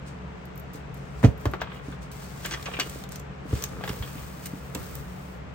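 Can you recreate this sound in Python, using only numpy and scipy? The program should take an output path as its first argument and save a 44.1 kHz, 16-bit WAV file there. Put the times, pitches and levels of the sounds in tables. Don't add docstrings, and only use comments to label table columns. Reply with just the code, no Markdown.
import sys
import numpy as np
from scipy import signal
from scipy.fft import rfft, irfft
from scipy.io import wavfile
from scipy.ndimage import uniform_filter1d

SR = 44100
rng = np.random.default_rng(int(sys.argv[2]) if len(sys.argv) > 2 else 0)


def unload_wav(signal):
    wavfile.write(
        sys.argv[1],
        SR,
        np.round(np.clip(np.atleast_2d(signal).T, -1, 1) * 32767).astype(np.int16),
    )


N = 244314
HZ = np.fft.rfftfreq(N, 1 / SR)
TIME = np.arange(N) / SR

# pitch_hz, width_hz, gain_db
PAGE_MODES = [(1183, 126, 12.5), (1590, 80, 7), (1790, 66, -17), (2480, 50, 7), (2880, 28, 10),
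              (3260, 71, 4.5), (4530, 70, 0), (6200, 110, -8)]
# freq_hz, gain_db
RUSTLE_SPECTRUM = [(150, -22), (450, 12), (800, 7), (1400, 5.5), (2600, 5.5), (3600, 4), (5000, -11.5),
                   (9000, -58), (16000, -61)]


def amp(db):
    return 10 ** (np.asarray(db) / 20)


def unit(x):
    return x / np.sqrt(np.mean(x ** 2) + 1e-20)


def read(points, hz):
    freq_hz, value = np.transpose(points)
    return np.interp(np.log(hz + 1), np.log(freq_hz + 1), value)


def pan(db):
    return amp(np.array([[.5], [-.5]]) * db)


def add(mix, start_s, sound):
    part = mix[..., max(round(start_s * SR), 0):][..., :sound.shape[-1]]
    part += sound[..., :part.shape[-1]]


def colour(x, spectrum, treble_db=0, size=2048):
    hz = abs(np.fft.fftfreq(size, 1 / SR))
    log_gain = np.log(amp(read(spectrum, hz) + treble_db * np.log10(np.maximum(hz, 300))))
    response = np.exp(np.conj(signal.hilbert(log_gain)))
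    impulse = np.fft.ifft(response).real[:size // 2]
    return signal.fftconvolve(x, impulse[None], axes=1)[:, :x.shape[1]]


def resonate(x, modes):
    return x + sum(amp(db) * signal.lfilter(*signal.iirpeak(hz, hz / width_hz, fs=SR), x)
                   for hz, width_hz, db in modes)


def noise_pair(likeness, size):
    left, other = rng.standard_normal((2, size))
    return np.array([left, likeness * left + np.sqrt(1 - likeness ** 2) * other])


def drift(rate_hz):
    spectrum = rfft(rng.standard_normal(N)) * np.exp(-(HZ / rate_hz) ** 2) * (HZ > 0)
    return unit(irfft(spectrum, N))


def at_peak(x, db):
    power = uniform_filter1d((x ** 2).mean(0), 130)
    return x * amp(db) / np.sqrt(power.max())


def reflected_click(t, likeness, t60_s, reflections_db):
    click = noise_pair(likeness, len(t)) * amp(-60 * t / t60_s)
    click *= amp(reflections_db) / np.linalg.norm(click[0])
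    click[:, 0] += 1
    return click


def crackle(t60_s, rise_s, grain_db, likeness):
    t = np.arange(SR // 5) / SR
    clumps = amp(grain_db * unit(uniform_filter1d(rng.standard_normal(len(t)), 30)))
    envelope = (1 - np.exp(-t / rise_s)) * amp(-60 * t / t60_s)
    return noise_pair(likeness, len(t)) * clumps * envelope


def friction(spectrum, grains_per_s, grain_share, patchy_db, flutter_hz, likeness):
    sizes = amp(2.2 * np.minimum(rng.exponential(1, N), 3))
    caught = rng.random(N) < grains_per_s / SR
    catches = unit(sizes * caught * np.sign(noise_pair(likeness, N)))
    rubbing = colour(noise_pair(likeness, N) + grain_share * catches, spectrum)
    return unit(rubbing * amp(patchy_db * drift(flutter_hz)))


def pressure(movements, sag_db_per_s, release_t60_s):
    power = np.zeros(N)
    for start_s, length_s, level_db, rise_s in movements:
        t = np.arange(0, length_s + release_t60_s, 1 / SR)
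        held = np.minimum(t / rise_s, 1) ** 2 * amp(level_db - sag_db_per_s * t)
        release = amp(-60 * np.maximum(t - length_s, 0) / release_t60_s)
        add(power, start_s, (held * release) ** 2)
    return np.sqrt(power)


def fan(air_db=-40.5, waver=0.13, waver_hz=2.1):
    # freq_hz, gain_db
    air_spectrum = [(20, -24), (34, -9), (46, -4.5), (60, 8), (86, -7), (125, 0.5), (190, 0.5), (225, -9.5),
                    (500, -8), (1400, -15), (2600, -21.5), (4200, -33), (8000, -40.5), (11000, -59),
                    (16000, -51)]
    # freq_hz, correlation
    air_likeness = [(60, 1), (130, 0.57), (290, 0.47), (640, -0.43), (1400, -0.072), (3000, -0.2),
                    (15000, 0.27)]
    # freq_hz, left_over_right_db
    air_balance = [(60, 0), (130, 4.5), (200, -1.5), (380, 2.5), (700, 2.5), (1300, 3.5), (2400, 0),
                   (4400, 5), (8000, 4.5), (15000, -4)]
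    # pitch_hz, level_db
    hum_tones = [(70.0, -48.5), (140.0, -46.5), (183.0, -50), (247.6, -59), (425.3, -59)]
    left, other = rfft(noise_pair(0, N))
    likeness = read(air_likeness, HZ)
    right = likeness * left + np.sqrt(1 - likeness ** 2) * other
    air = irfft(np.array([left, right]) * amp(read(air_spectrum, HZ)) * pan(read(air_balance, HZ)), N)
    hum = np.zeros(N)
    for pitch_hz, level_db in hum_tones:
        gain = np.sqrt(2) * amp(level_db) * (1 + waver * drift(waver_hz))
        hum += gain * np.sin(2 * np.pi * pitch_hz * TIME + 2 * waver * drift(waver_hz))
    return amp(air_db) * unit(air) + hum


def fingertip_slides(trim_db=2, side_db=1.3, sheen_hz=10500, sag_db_per_s=9, release_t60_s=0.21):
    # start_s, length_s, level_db, rise_s, sheen_db
    strokes = [(0.038, 0.046, -50.5, 0.037, -13), (0.721, 0.024, -48.5, 0.023, -3),
               (0.927, 0.19, -60.5, 0.018, -8), (1.06, 0.14, -51, 0.16, -4), (1.216, 0.023, -42.5, .02, 0),
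               (1.355, 0.17, -58, 0.048, 0), (1.666, 0.1, -57.5, 0.085, 1), (1.79, 0.14, -56, 0.061, -5),
               (1.994, 0.037, -52.5, 0.029, -8), (2.108, 0.5, -50.5, .008, 0.5),
               (2.164, 0.084, -52, 0.043, -4), (2.32, .10, -49, 0.098, -3), (2.412, 0.13, -45, 0.026, -1),
               (2.575, .22, -50, 0.024, -1), (2.788, 0.23, -47, .02, 0.5),
               (3.094, 0.068, -48.5, 0.022, -11), (3.414, 0.23, -43, 0.14, -1),
               (3.66, 0.32, -54, 0.027, 0.5), (3.805, 0.49, -47.5, 0.057, 4.5), (4.29, 0.4, -53, .03, 3.5),
               (4.412, 0.033, -49.5, 0.022, 4), (4.636, 0.35, -48, 0.16, 5.5),
               (4.97, 0.38, -56.5, 0.033, 3.5)]
    # freq_hz, gain_db
    spectrum = [(300, -14.5), (1200, 9.5), (3000, 6), (5000, 7.5), (7000, 6), (8500, 6), (10000, 5),
                (12500, 1.5), (16000, 4.5)]
    hiss = friction(spectrum, grains_per_s=450, grain_share=0.62,
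                    patchy_db=0.9, flutter_hz=90, likeness=0.3)
    sheen = irfft(rfft(hiss) / (1 + (sheen_hz / (HZ + 1)) ** 8), N)
    sheen_strokes = [(start_s, length_s, level_db + sheen_db, rise_s)
                     for start_s, length_s, level_db, rise_s, sheen_db in strokes]
    body_gain = pressure([stroke[:4] for stroke in strokes], sag_db_per_s, release_t60_s)
    sheen_gain = pressure(sheen_strokes, sag_db_per_s, release_t60_s)
    return ((hiss - sheen) * body_gain + sheen * sheen_gain) * amp(trim_db) * pan(side_db)


def edge_ticks(trim_db=-2, side_db=0.5, ring_width_hz=600, ring_db=5):
    # start_s, level_db, ring_hz
    ticks = [(.453, -46.5, 11400), (.556, -47, 13600), (0.576, -40.5, 14100), (0.596, -43.5, 13400),
             (0.7346, -39, 12000), (0.756, -46, 9600), (.942, -43, 11800), (.971, -49, 12700),
             (1.377, -47.5, 14100), (1.411, -47, 14000), (1.4545, -36, 12000), (1.512, -45, 13500),
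             (2.1155, -41, 8400), (2.459, -29, 7500), (2.6257, -35, 3500), (2.797, -25.5, 5860),
             (2.896, -31, 8100), (3.038, -35, 3260), (3.09, -39.5, 7000), (3.121, -31, 7400),
             (3.158, -33, 5930), (3.195, -38.5, 7100), (3.623, -28.5, 5970), (3.6381, -21, 6350),
             (3.891, -32.5, 5100), (4.4570, -29.5, 9100), (4.468, -33, 10500), (4.7484, -26.5, 7600),
             (4.9522, -29.5, 15000)]
    # freq_hz, gain_db
    spectrum = [(500, -16.5), (2000, -8), (3500, -0.5), (6500, 2), (9000, -1.5), (12000, 7.5), (16000, -1)]
    out = np.zeros((2, N))
    for start_s, level_db, ring_hz in ticks:
        treble_db = 0.0026 * (ring_hz - 9450)
        burst = crackle(t60_s=0.027, rise_s=0.00031, grain_db=-4, likeness=0.36)
        tick = resonate(colour(burst, spectrum, treble_db), [(ring_hz, ring_width_hz, ring_db)])
        add(out, start_s, at_peak(tick, level_db + trim_db))
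    return out * pan(side_db)


def table_thuds(puff_gain=200, side_db=-0.6, lead_s=0.012):
    # start_s, level_db, pitch_hz
    blows = [(0.751, -29, 290), (1.237, -15.5, 230), (1.246, -0.8, 196), (1.254, -5, 99), (1.286, -13, 135),
             (1.4606, -19.5, 280), (1.469, -12.5, 84.6), (1.495, -29, 200), (1.886, -24.5, 241),
             (2.79, -26.5, 380), (2.960, -28, 375), (3.456, -27, 283), (3.5322, -19.5, 290),
             (3.535, -14, 93), (3.904, -21.5, 151), (4.01, -21, 74), (4.157, -27.5, 219),
             (4.537, -22.5, 215), (4.7605, -26, 216)]
    # pitch_hz, gain_db, t60_s
    table_modes = [(67.5, 7, 0.15), (104, 12, 0.06), (134, -32, 0.074), (185, -13, 0.3),
                   (237.6, -0.5, 0.14), (277.5, 3.5, 0.1), (450, 5, 0.064), (600, -11, 0.042)]
    out, t = np.zeros((2, N)), np.arange(SR // 3) / SR
    response = sum(amp(db - 60 * t / t60_s) * np.cos(2 * np.pi * hz * t) for hz, db, t60_s in table_modes)
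    response[0] += puff_gain
    for start_s, level_db, pitch_hz in blows:
        phase = np.pi * pitch_hz * (t - lead_s)
        push = (1 - 2 * phase ** 2) * np.exp(-phase ** 2)
        knock = signal.fftconvolve(push, response)[:len(t)]
        knock *= amp(level_db) / abs(knock).max()
        paths = reflected_click(t, likeness=0, t60_s=0.0089, reflections_db=-17)
        add(out, start_s - lead_s, signal.fftconvolve(paths, knock[None], axes=1))
    return out * pan(side_db)


def nail_taps(trim_db=-4, ring_width_hz=400, ring_db=-2):
    # start_s, level_db, treble_db_per_decade, ring_hz, left_over_right_db
    taps = [(1.2300, -25, 5, 804, 12), (1.2390, -17, -4, 2040, -11), (1.2463, -14.5, -4.5, 640, 2),
            (1.4554, -15.5, 2.5, 1120, 0), (1.5365, -18.5, 8, 1290, 4), (1.6170, -17.5, 13, 1280, 2.5),
            (2.685, -29, 0, 716, -2), (2.7903, -22, 16.5, 750, 6), (2.8638, -30.5, 12, 1550, -5),
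            (3.5300, -32, 7, 480, -3), (3.8100, -27, 10, 790, 3), (3.8385, -22, 14, 2310, 1),
            (3.8777, -24.5, 19, 1940, 2), (3.894, -24.5, 15, 2800, -2), (4.0250, -27.5, 24.5, 3300, 2),
            (4.7510, -27, -5, 840, -3)]
    # freq_hz, gain_db
    spectrum = [(100, -4.5), (350, 13.5), (600, 7), (1100, 0), (1700, -2.5), (2400, -11), (3500, -14),
                (5000, -25), (9000, -43), (16000, -38)]
    out, t = np.zeros((2, N)), np.arange(SR // 8) / SR
    for start_s, level_db, treble_db, ring_hz, side_db in taps:
        click = reflected_click(t, likeness=0.65, t60_s=0.065, reflections_db=6)
        tap = resonate(colour(click, spectrum, treble_db), [(ring_hz, ring_width_hz, ring_db)])
        add(out, start_s, at_peak(tap, level_db + trim_db) * pan(side_db))
    return out


def page_flaps(trim_db=-4.5, side_db=1):
    # start_s, level_db, t60_s
    flaps = [(1.245, -25.5, 0.076), (1.455, -32, 0.049), (1.611, -35.5, 0.065), (2.447, -27.5, 0.12),
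             (2.510, -26, 0.039), (2.52, -28, 0.096), (2.536, -26, 0.066), (2.657, -30, 0.046),
             (2.736, -37, 0.06), (2.798, -16, 0.055), (2.807, -28, 0.095), (4.456, -35.5, 0.063)]
    # freq_hz, gain_db
    spectrum = [(150, -21), (350, 8), (700, -18.5), (1200, -12), (2000, 0.5), (3200, -4), (4000, -5.5),
                (6300, -4.5), (9000, -19.5), (16000, -49)]
    out = np.zeros((2, N))
    for start_s, level_db, t60_s in flaps:
        burst = colour(crackle(t60_s, rise_s=0.00024, grain_db=3, likeness=0.98), spectrum)
        add(out, start_s, at_peak(resonate(burst, PAGE_MODES), level_db + trim_db))
    return out * pan(side_db)


def page_bends(trim_db=-1, side_db=-1):
    # start_s, length_s, level_db, rise_s
    bends = [(1.595, 0.018, -36, 0.013), (1.66, .12, -47, .04), (2.39, .08, -45.5, 0.042),
             (2.49, 0.19, -47.5, .02), (2.65, 0.15, -40, 0.056), (2.83, 0.5, -58, 0.019),
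             (3.47, .17, -46, 0.045), (3.79, 0.12, -42.5, 0.043), (4.02, 0.19, -50, .02)]
    rustle = friction(RUSTLE_SPECTRUM, grains_per_s=410, grain_share=1,
                      patchy_db=4.5, flutter_hz=70, likeness=0.12)
    gain = pressure(bends, sag_db_per_s=5, release_t60_s=0.28)
    return unit(resonate(rustle, PAGE_MODES)) * gain * amp(trim_db) * pan(side_db)


def page_crinkles(trim_db=-3, ring_width_hz=260, ring_db=9):
    # start_s, level_db, ring_hz
    crinkles = [(1.719, -39.5, 1946), (1.922, -38, 1390), (2.450, -28, 1670), (2.514, -32, 1600),
                (2.536, -28.5, 1800), (2.661, -28.5, 2330), (2.668, -32, 1230), (2.737, -29, 2360),
                (2.767, -30, 2480), (2.802, -27, 3220), (2.812, -29, 2330), (4.031, -36, 3240),
                (4.7485, -36.5, 2730)]
    out = np.zeros((2, N))
    for start_s, level_db, ring_hz in crinkles:
        burst = crackle(t60_s=0.084, rise_s=0.00055, grain_db=1, likeness=0.084)
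        pop = resonate(colour(burst, RUSTLE_SPECTRUM), [(ring_hz, ring_width_hz, ring_db)])
        add(out, start_s, at_peak(pop, level_db + trim_db))
    return out


def hand_drag(trim_db=-2):
    # start_s, length_s, level_db, rise_s
    drags = [(3.50, 0.052, -37.5, 0.01), (3.66, 0.31, -39, 0.047), (4.50, 0.24, -49, 0.027),
             (4.73, .19, -41, 0.047)]
    # freq_hz, gain_db
    spectrum = [(50, -5), (110, 13), (250, -2.5), (480, 3.5), (700, -25.5), (1200, -5.5), (3000, -27),
                (16000, -58)]
    rumble = friction(spectrum, grains_per_s=80, grain_share=0.83,
                      patchy_db=-1.5, flutter_hz=30, likeness=0.78)
    return rumble * pressure(drags, sag_db_per_s=4, release_t60_s=0.98) * amp(trim_db)


def room(x):
    # freq_hz, t60_s
    decay_times = [(100, 0.31), (500, 0.32), (2000, 0.17), (8000, 0.17), (16000, 0.14)]
    hz, t, noise = signal.stft(noise_pair(0, SR // 2), SR, nperseg=256)
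    decay = amp(-60 * t / read(decay_times, hz)[:, None]) * (t > 0.004)
    tail = signal.istft(noise * decay, SR, nperseg=256)[1]
    return signal.fftconvolve(x, tail / np.linalg.norm(tail[0]), axes=1)[:, :N]


def stereo_image(x):
    # freq_hz, left_lead_rad
    phase_lead = [(200, .05), (800, .8), (3000, 1.3), (5500, 2), (7000, 1.4), (8000, 0), (9200, -1.1),
                  (10500, -2.9), (12000, -3.35), (13000, -5.3), (14000, -6.25), (16000, -6.35)]
    # freq_hz, side_gain_db
    treble_width = [(7000, -0.5), (9600, -6), (10700, -25), (11900, -27), (12800, -15), (14500, -9)]
    left, right = rfft(x)
    mid = (left + right) / 2
    side = (left - right) / 2 * amp(read(treble_width, HZ))
    right_lag = np.exp(-1j * read(phase_lead, HZ))
    return irfft(np.array([mid + side, (mid - side) * right_lag]), N)


def scene(paper_room_db=-11, table_room_db=-21):
    paper = nail_taps() + page_flaps() + page_bends() + page_crinkles()
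    paper += edge_ticks() + fingertip_slides()
    table = table_thuds() + hand_drag()
    reverb = room(amp(paper_room_db) * paper + amp(table_room_db) * table)
    return paper + table + reverb + fan()


def record(dry, low_cut_hz=42, high_cut_hz=15950, dip_hz=352, dip_width_hz=50, dip_depth=0.29):
    low_cut = signal.butter(2, low_cut_hz, "highpass", fs=SR, output="sos")
    lean = signal.sosfilt(low_cut, stereo_image(dry))
    dip_band = signal.lfilter(*signal.iirpeak(dip_hz, dip_hz / dip_width_hz, fs=SR), lean)
    clipped = np.clip(lean - dip_depth * dip_band, -1, 1)
    high_cut = signal.firwin(511, high_cut_hz, window=("kaiser", 9), fs=SR)
    return signal.oaconvolve(clipped, high_cut[None], "same", axes=1)


dry = scene()
out = record(dry)
unload_wav(out)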